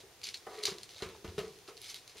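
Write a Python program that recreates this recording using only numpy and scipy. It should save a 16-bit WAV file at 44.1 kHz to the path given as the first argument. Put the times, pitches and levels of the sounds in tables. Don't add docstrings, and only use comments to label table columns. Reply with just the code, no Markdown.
import sys
import numpy as np
from scipy import signal
from scipy.fft import rfft, irfft, next_fast_len
from scipy.io import wavfile

SR = 44100
rng = np.random.default_rng(int(sys.argv[2]) if len(sys.argv) > 2 else 0)


def nominal_scale(level):
    x = np.asarray(level, float) / 20
    return 10 ** x


def dump(signal):
    limited = np.clip(np.atleast_2d(signal).T, -1, 1)
    pcm = np.round(limited * 32767).astype(np.int16)
    wavfile.write(sys.argv[1], SR, pcm)


N = 97020

# start in [s], peak in [dB], joist boom in [dB], claw-and-pile brightness in [dB].
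PAW_FALLS = [(0.037, -47.5, -21, -30), (0.279, -54.5, -8, -12), (0.47, -46, -11, -13),
             (0.683, -42.5, -26, 6), (0.722, -45.5, -7.5, -2), (1.025, -30, -16, -3.5),
             (1.062, -40.5, -8, -7.5), (1.097, -40.5, -34, -4), (1.247, -36.5, -7, -5.5),
             (1.286, -42.5, -13, -1.5), (1.382, -30.5, -36, -0.5), (1.433, -51, -21, -8),
             (1.678, -54, -25, 9), (1.686, -42.5, -37, -12), (2.157, -51, -13, 2.5)]
# pitch in [Hz], width in [Hz], level in [dB].
FLOOR_MODES = [(336.5, 56, -8), (400, 79, 10), (461.6, 33.4, 8), (518, 20, -4.5), (665, 52, -4),
               (730, 29, -1.5), (983, 29, 0.5), (1211, 130, -4.5), (2080, 200, -9.5)]
# pitch in [Hz], width in [Hz], level in [dB].
JOIST_MODES = [(62, 44, -5), (90, 23, -1.5), (170, 52, -1), (231, 34, 2)]
# frequency in [Hz], density in [dB per Hz].
PILE_SPECTRUM = [(530, -36), (900, -6.5), (1240, -4.5), (1580, -8.5), (2510, -5.5), (5990, -14),
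                 (15000, -34)]
# start in [s], pitch in [Hz], width in [Hz], peak in [dB].
WEIGHT_THUDS = [(0.678, 127, 60, -50), (.715, 170, 70, -47), (0.951, 109, 36.2, -61),
                (1.023, 90, 53.6, -44), (1.061, 90, 30, -44.5), (1.245, 190, 74, -47), (1.25, 62, 44, -49),
                (1.276, 86, 26, -42.5), (1.378, 170, 47.4, -36), (1.391, 65, 37, -54),
                (1.448, 78.4, 37, -55.5)]
# start in [s], pitch in [Hz], width in [Hz], peak in [dB].
FLOOR_RINGS = [(.467, 1190, 90, -48), (.467, 758, 70, -47.5), (.468, 446, 60, -43.5),
               (.476, 670, 110, -45.5), (.511, 404.5, 40.3, -45), (.513, 720, 110, -47.5),
               (.578, 434, 30.6, -44.5), (.616, 432, 30.2, -47), (.676, 1170, 152, -42),
               (.682, 392.5, 71, -36), (.75, 382, 35, -50.5), (1.247, 366, 49.7, -43),
               (1.248, 990, 90, -54), (1.542, 417.5, 30, -54.5), (1.32, 347, 30, -52),
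               (1.381, 417, 41, -31.5), (1.384, 1237, 68, -48), (1.388, 633, 50, -40),
               (1.39, 1015, 70, -51.5), (1.432, 440, 25, -43), (1.472, 447, 41, -45.5),
               (1.686, 1240, 150, -48), (1.689, 447, 49.7, -45), (1.748, 420, 39.7, -52.5)]
# start in [s], pitch in [Hz], width in [Hz], peak in [dB].
WEIGHT_SHIFTS = [
    (.002, 500, 250, -52),
    (.672, 760, 200, -43.5),
    (.96, 600, 300, -52),
    (1.148, 850, 450, -48.5),
    (1.503, 423, 30, -51.5),
]
# start in [s], length in [s], level in [dB].
PAW_DRAGS = [
    (0.452, 0.21, -53),
    (0.708, 0.07, -57),
    (1.385, 0.078, -55),
    (1.662, 0.052, -67),
]
# start in [s], peak in [dB].
CLAW_TAPS = [
    (.4655, -40.5),
    (.512, -47.5),
    (.54, -45),
    (1.003, -45),
    (1.245, -42.5),
    (1.384, -46),
    (1.682, -49.5),
]
# pitch in [Hz], width in [Hz], level in [dB].
PLASTIC_MODES = [(700, 116, 4.5), (810, 68, 3.5), (1180, 540, -7), (1480, 29, 2), (1800, 160, -6.5),
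                 (2100, 140, -23)]
# start in [s], peak in [dB], treble lift in [dB].
CREASE_SNAPS = [(0.216, -36.5, -1), (0.2381, -27.5, 27), (0.2532, -31, -9), (0.2694, -27.5, 0),
                (0.288, -27.5, -13), (0.3429, -26.5, -4), (0.5892, -37, 8), (0.636, -21, 12),
                (0.6539, -14.5, 3.5), (0.6638, -42, -12), (0.784, -33, 5), (0.8323, -31, 20),
                (0.892, -36, -16), (0.9453, -39, -13), (1.0221, -29, -8), (1.0893, -41, 9),
                (1.2426, -48, 14), (1.3793, -51, -5), (1.3908, -30.5, 29), (1.588, -45, 17),
                (1.677, -45, -27), (1.769, -40, 12), (1.7764, -37.5, 9), (1.8165, -37.5, 21),
                (1.8413, -44, 1), (1.9025, -47, -5), (1.9439, -30.5, -11), (2.0771, -37, 22),
                (2.17, -39.5, 12)]
# frequency in [Hz], density in [dB per Hz].
FILM_SPECTRUM = [(530, -71), (900, -25.5), (1910, -16), (2070, -10), (2690, -10), (4230, -6), (5180, -9.5),
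                 (11100, -22), (15500, -39)]
# pitch in [Hz], width in [Hz], level in [dB].
SNAP_PEAK = [(4240, 300, 2)]
# start in [s], peak in [dB], pitch in [Hz], width in [Hz].
CREASE_TICKS = [(.2335, -38, 4300, 1500), (.242, -29.5, 4530, 1200), (.2545, -38, 3660, 1000),
                (.2655, -38, 4500, 2000), (.2785, -35, 3160, 2500), (.3415, -33.5, 4130, 1500),
                (.3445, -32, 4200, 1180), (.3485, -36, 4000, 1000), (.357, -40, 2940, 2000),
                (.373, -39, 3770, 3000), (.554, -44, 3740, 3000), (.5845, -42.5, 2100, 496),
                (.601, -41, 2220, 600), (.613, -42, 2350, 900), (.6285, -37, 4300, 1800),
                (0.6564, -20.5, 4500, 2020), (.662, -35, 4360, 1200), (.668, -25, 4430, 895),
                (.677, -34, 2140, 910), (.692, -31.5, 4250, 1190), (.706, -33.5, 4040, 1490),
                (.721, -39, 2000, 1500), (.907, -48, 4100, 1500), (.963, -40, 4400, 1200),
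                (1.003, -41, 2980, 3000), (1.278, -38.5, 2500, 2500), (1.6775, -45, 4000, 2480),
                (1.7995, -51, 3320, 1500), (1.8165, -41.5, 11050, 2500), (1.8445, -38, 3650, 2500),
                (1.873, -53, 4200, 2500), (1.8992, -31.5, 3960, 2960), (1.8992, -55, 9000, 2500),
                (1.9435, -43.5, 11360, 1500)]
# time of peak in [s], rise in [s], fall in [s], level in [dB].
RUSTLE_SWELLS = [(.0, 0.0091, 0.012, -50), (.245, 0.015, 0.063, -49), (0.289, 0.019, 0.021, -54.5),
                 (0.358, 0.025, 0.021, -59), (.55, 0.077, 0.19, -57), (0.632, 0.0052, 0.02, -44.5),
                 (.669, 0.0065, 0.028, -40), (0.849, 0.048, 0.0095, -60), (0.909, 0.019, 0.042, -58.5),
                 (0.999, 0.036, 0.03, -54), (1.151, 0.013, 0.032, -59), (1.27, 0.013, 0.041, -72),
                 (1.45, 0.13, 0.14, -59.5), (1.686, 0.0049, 0.012, -56.5), (1.78, 0.005, 0.023, -64),
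                 (1.849, 0.035, 0.067, -52.5), (1.909, 0.03, 0.015, -50), (1.958, 0.017, 0.031, -52.5),
                 (2.1, 0.021, 0.03, -59), (2.188, 0.022, 0.035, -53.5)]
# frequency in [Hz], t60 in [s].
WALL_DECAY = [(100, 0.6), (420, 0.53), (1200, 0.14), (4000, 0.093), (10000, 0.15)]
# frequency in [Hz], ratio in [dB].
ROOM_WIDTH = [(200, -25), (2000, -20), (5000, -13.5), (10000, -3.5)]
# frequency in [Hz], density in [dB per Hz].
TONE_SPECTRUM = [(15, -46), (25, -9.5), (114, -0.5), (220, -13), (401, 0), (541, -10), (628, -9), (708, -5),
                 (900, -13.5), (1170, -20), (1980, -120)]
# frequency in [Hz], density in [dB per Hz].
HISS_SPECTRUM = [(350, 24), (600, -11.5), (942, -5.5), (1540, -7), (1690, -6), (3010, -6.5), (5950, -7),
                 (15700, -17.5)]
# frequency in [Hz], correlation in [0 to 1].
NOISE_LIKENESS = [(60, 0.93), (240, 0.72), (950, 0.84), (3770, 0.44), (15000, 0.084)]

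PAW_S, BOOM_S, PILE_S, THUD_S = 0.037, 0.022, 0.16, 0.073
SNAP_S, TICK_S, TAP_S, GRAIN_S = 0.011, 0.0072, 0.09, 0.006
PAW_WET_DB, THUD_WET_DB, TAP_WET_DB = -3, -7.5, -6
SNAP_WET_DB, TICK_WET_DB, RUSTLE_WET_DB = -7, -3, -5
SCUFF_RISE_S, SCUFF_FALL_S = 0.028, 0.024
SNAP_LOW_HZ, TREBLE_HZ = 1800, 6840
GRAINS_PER_S, GRAIN_SPREAD_DB = 2600, 2.4
TONE_DB, HISS_DB = -66, -62


def paws():
    out = np.zeros((2, N))
    pile = causal([(300, -44)] + PILE_SPECTRUM)
    for s, db, boom_db, bright_db in PAW_FALLS:
        x = burst(PAW_S, ringing(FLOOR_MODES), 0.00059, 6.7)
        x = x + nominal_scale(boom_db) * burst(BOOM_S, ringing(JOIST_MODES), 0.0014, 3.9)
        x = x + nominal_scale(bright_db) * burst(PILE_S, pile, 0.00037)
        add(out, s - 0.002, nominal_scale(db - 2) * room(x, PAW_WET_DB))
    return out


def thuds(rows):
    out = np.zeros((2, N))
    for s, hz, width_hz, db in rows:
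        add(out, s, nominal_scale(db) * room(burst(THUD_S, one_band(hz, width_hz), 0.0012, 0.79), THUD_WET_DB))
    return out


def scuffs():
    t = np.arange(N) / SR
    push = np.zeros(N)
    for s, length, db in PAW_DRAGS:
        rise = np.clip((t - s) / SCUFF_RISE_S, 0, 1)
        fall = np.exp(-np.clip(t - s - length, 0, None) / SCUFF_FALL_S)
        push += nominal_scale(db) * rise * fall
    rub = unit(filtered(rng.standard_normal(N), ringing(FLOOR_MODES)))
    return room(push * rub, PAW_WET_DB)


def taps():
    out = np.zeros((2, N))
    for s, db in CLAW_TAPS:
        add(out, s, nominal_scale(db) * room(burst(TAP_S, ringing(PLASTIC_MODES), 0.00052), TAP_WET_DB))
    return out


def snaps():
    out = np.zeros((2, N))
    film = causal([(300, -60)] + FILM_SPECTRUM)
    for s, db, treble_db in CREASE_SNAPS:
        def crease(f):
            body = film(f) * (1 + ringing(SNAP_PEAK)(f))
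            treble = 1 + (nominal_scale(treble_db) - 1) * 1j * f / (TREBLE_HZ + 1j * f)
            low_cut = (1j * f / (SNAP_LOW_HZ + 1j * f)) ** 2
            return body * treble * low_cut
        add(out, s, nominal_scale(db - 1.5) * room(burst(SNAP_S, crease, 0.00037, 2.1), SNAP_WET_DB))
    return out


def ticks():
    out = np.zeros((2, N))
    for s, db, hz, width_hz in CREASE_TICKS:
        add(out, s, nominal_scale(db) * room(burst(TICK_S, one_band(hz, width_hz), 0.00011, 0.4), TICK_WET_DB))
    return out


def rustle():
    t = np.arange(N) / SR
    chance, size = rng.random((2, N))
    kicks = (chance < GRAINS_PER_S / SR) * nominal_scale(-GRAIN_SPREAD_DB * np.log(size + 0.03))
    decays = signal.lfilter([1], [1, -nominal_scale(-60 / (GRAIN_S * SR))], kicks)
    film = causal([(300, -117)] + FILM_SPECTRUM)
    grains = unit(filtered(decays * rng.standard_normal(N), film))
    swell = np.zeros(N)
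    for s, rise, fall, db in RUSTLE_SWELLS:
        growth = np.exp(-((t - s) / rise) ** 2)
        swell += nominal_scale(db) * np.where(t < s, growth, np.exp(-np.abs(t - s) / fall))
    return room(swell * grains, RUSTLE_WET_DB)


def steady_noise(spectrum, db):
    def mid_side(hz):
        angle = np.arccos(np.clip(along(NOISE_LIKENESS, hz), -1, 1)) / 2
        return nominal_scale(along(spectrum, hz)) * np.array([np.cos(angle), np.sin(angle)])
    mid, side = filtered(rng.standard_normal((2, N)), mid_side)
    return nominal_scale(db) * np.array([mid + side, mid - side]) / np.std(mid)


def room(x, wet_db):
    hz, t, z = signal.stft(rng.standard_normal((2, SR * 2 // 5)), SR, nperseg=256)
    t60 = along(WALL_DECAY, hz)[:, None]
    tail = signal.istft(z * nominal_scale(-60 * t / t60) * np.sqrt(1 / t60), SR, nperseg=256)[1]
    tail = tail / np.linalg.norm(tail[0])
    late = np.pad(x, (180, 0))[None]
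    wet = signal.fftconvolve(late, tail, axes=1)[:, :len(x)] * nominal_scale(wet_db)
    mid = x + wet[0]
    side = filtered(wet[1] + x, lambda f: nominal_scale(along(ROOM_WIDTH, f)) * np.exp(-2j * np.pi * f * 0.000414))
    return np.array([mid + side, mid - side])


def burst(t60, response, rise=0.001, blow=0):
    t = np.arange(SR * 2 // 5) / SR
    contact = rng.standard_normal(len(t)) * nominal_scale(-60 * t / t60) * (1 - np.exp(-t / rise))
    x = filtered(contact + blow * np.exp(-t / rise), response)
    return x / np.abs(x).max()


def ringing(peaks):
    def response(f):
        total = 0
        for k, (hz, width, db) in enumerate(peaks):
            total = total + (-1) ** k * nominal_scale(db) * 1j * f * width / (hz * hz - f * f + 1j * f * width)
        return total
    return response


def one_band(hz, width_hz):
    return lambda f: ringing([(hz, width_hz * 1.5, 0)])(f) ** 2


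def causal(points):
    def response(hz):
        c = irfft(np.log(nominal_scale(along(points, hz)) + 1e-6))
        c[1:len(c) // 2] *= 2
        c[len(c) // 2 + 1:] = 0
        return np.exp(rfft(c))
    return response


def dip(f, hz, width_hz, depth):
    return 1 - np.clip(depth, 0, 1) * np.exp(-((f - hz) / width_hz) ** 2)


def filtered(x, response):
    n = x.shape[-1]
    m = next_fast_len(n + 8192)
    return irfft(rfft(x, m) * response(np.fft.rfftfreq(m, 1 / SR)), m)[..., :n]


def along(points, hz):
    f, v = np.transpose(points)
    return np.interp(np.log(hz + 1), np.log(f + 1), v)


def unit(x):
    return x / np.sqrt(np.mean(x ** 2) + 1e-20)


def add(out, s, x):
    i = round(s * SR)
    out[:, i:i + x.shape[1]] += x[:, :N - i]


def scene():
    contacts = paws() + thuds(WEIGHT_THUDS) + taps() + scuffs()
    steps = filtered(contacts, lambda f: dip(f, hz=262, width_hz=22, depth=0.6))
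    steps = steps + thuds(FLOOR_RINGS) + thuds(WEIGHT_SHIFTS)
    toy = snaps() + ticks() + rustle()
    tone = steady_noise(TONE_SPECTRUM, TONE_DB)
    hiss = steady_noise([(330, -60), (480, 1.5)] + HISS_SPECTRUM[1:], HISS_DB)
    return steps + toy + tone + hiss


def low_pass(x):
    return signal.sosfilt(signal.butter(12, 15790, fs=SR, output="sos"), x)


def record(dry):
    mix = filtered(dry, lambda f: dip(f, hz=7790, width_hz=330, depth=0.53) * (f < 15800))
    return low_pass(mix)


dry = scene()
out = record(dry)
dump(out)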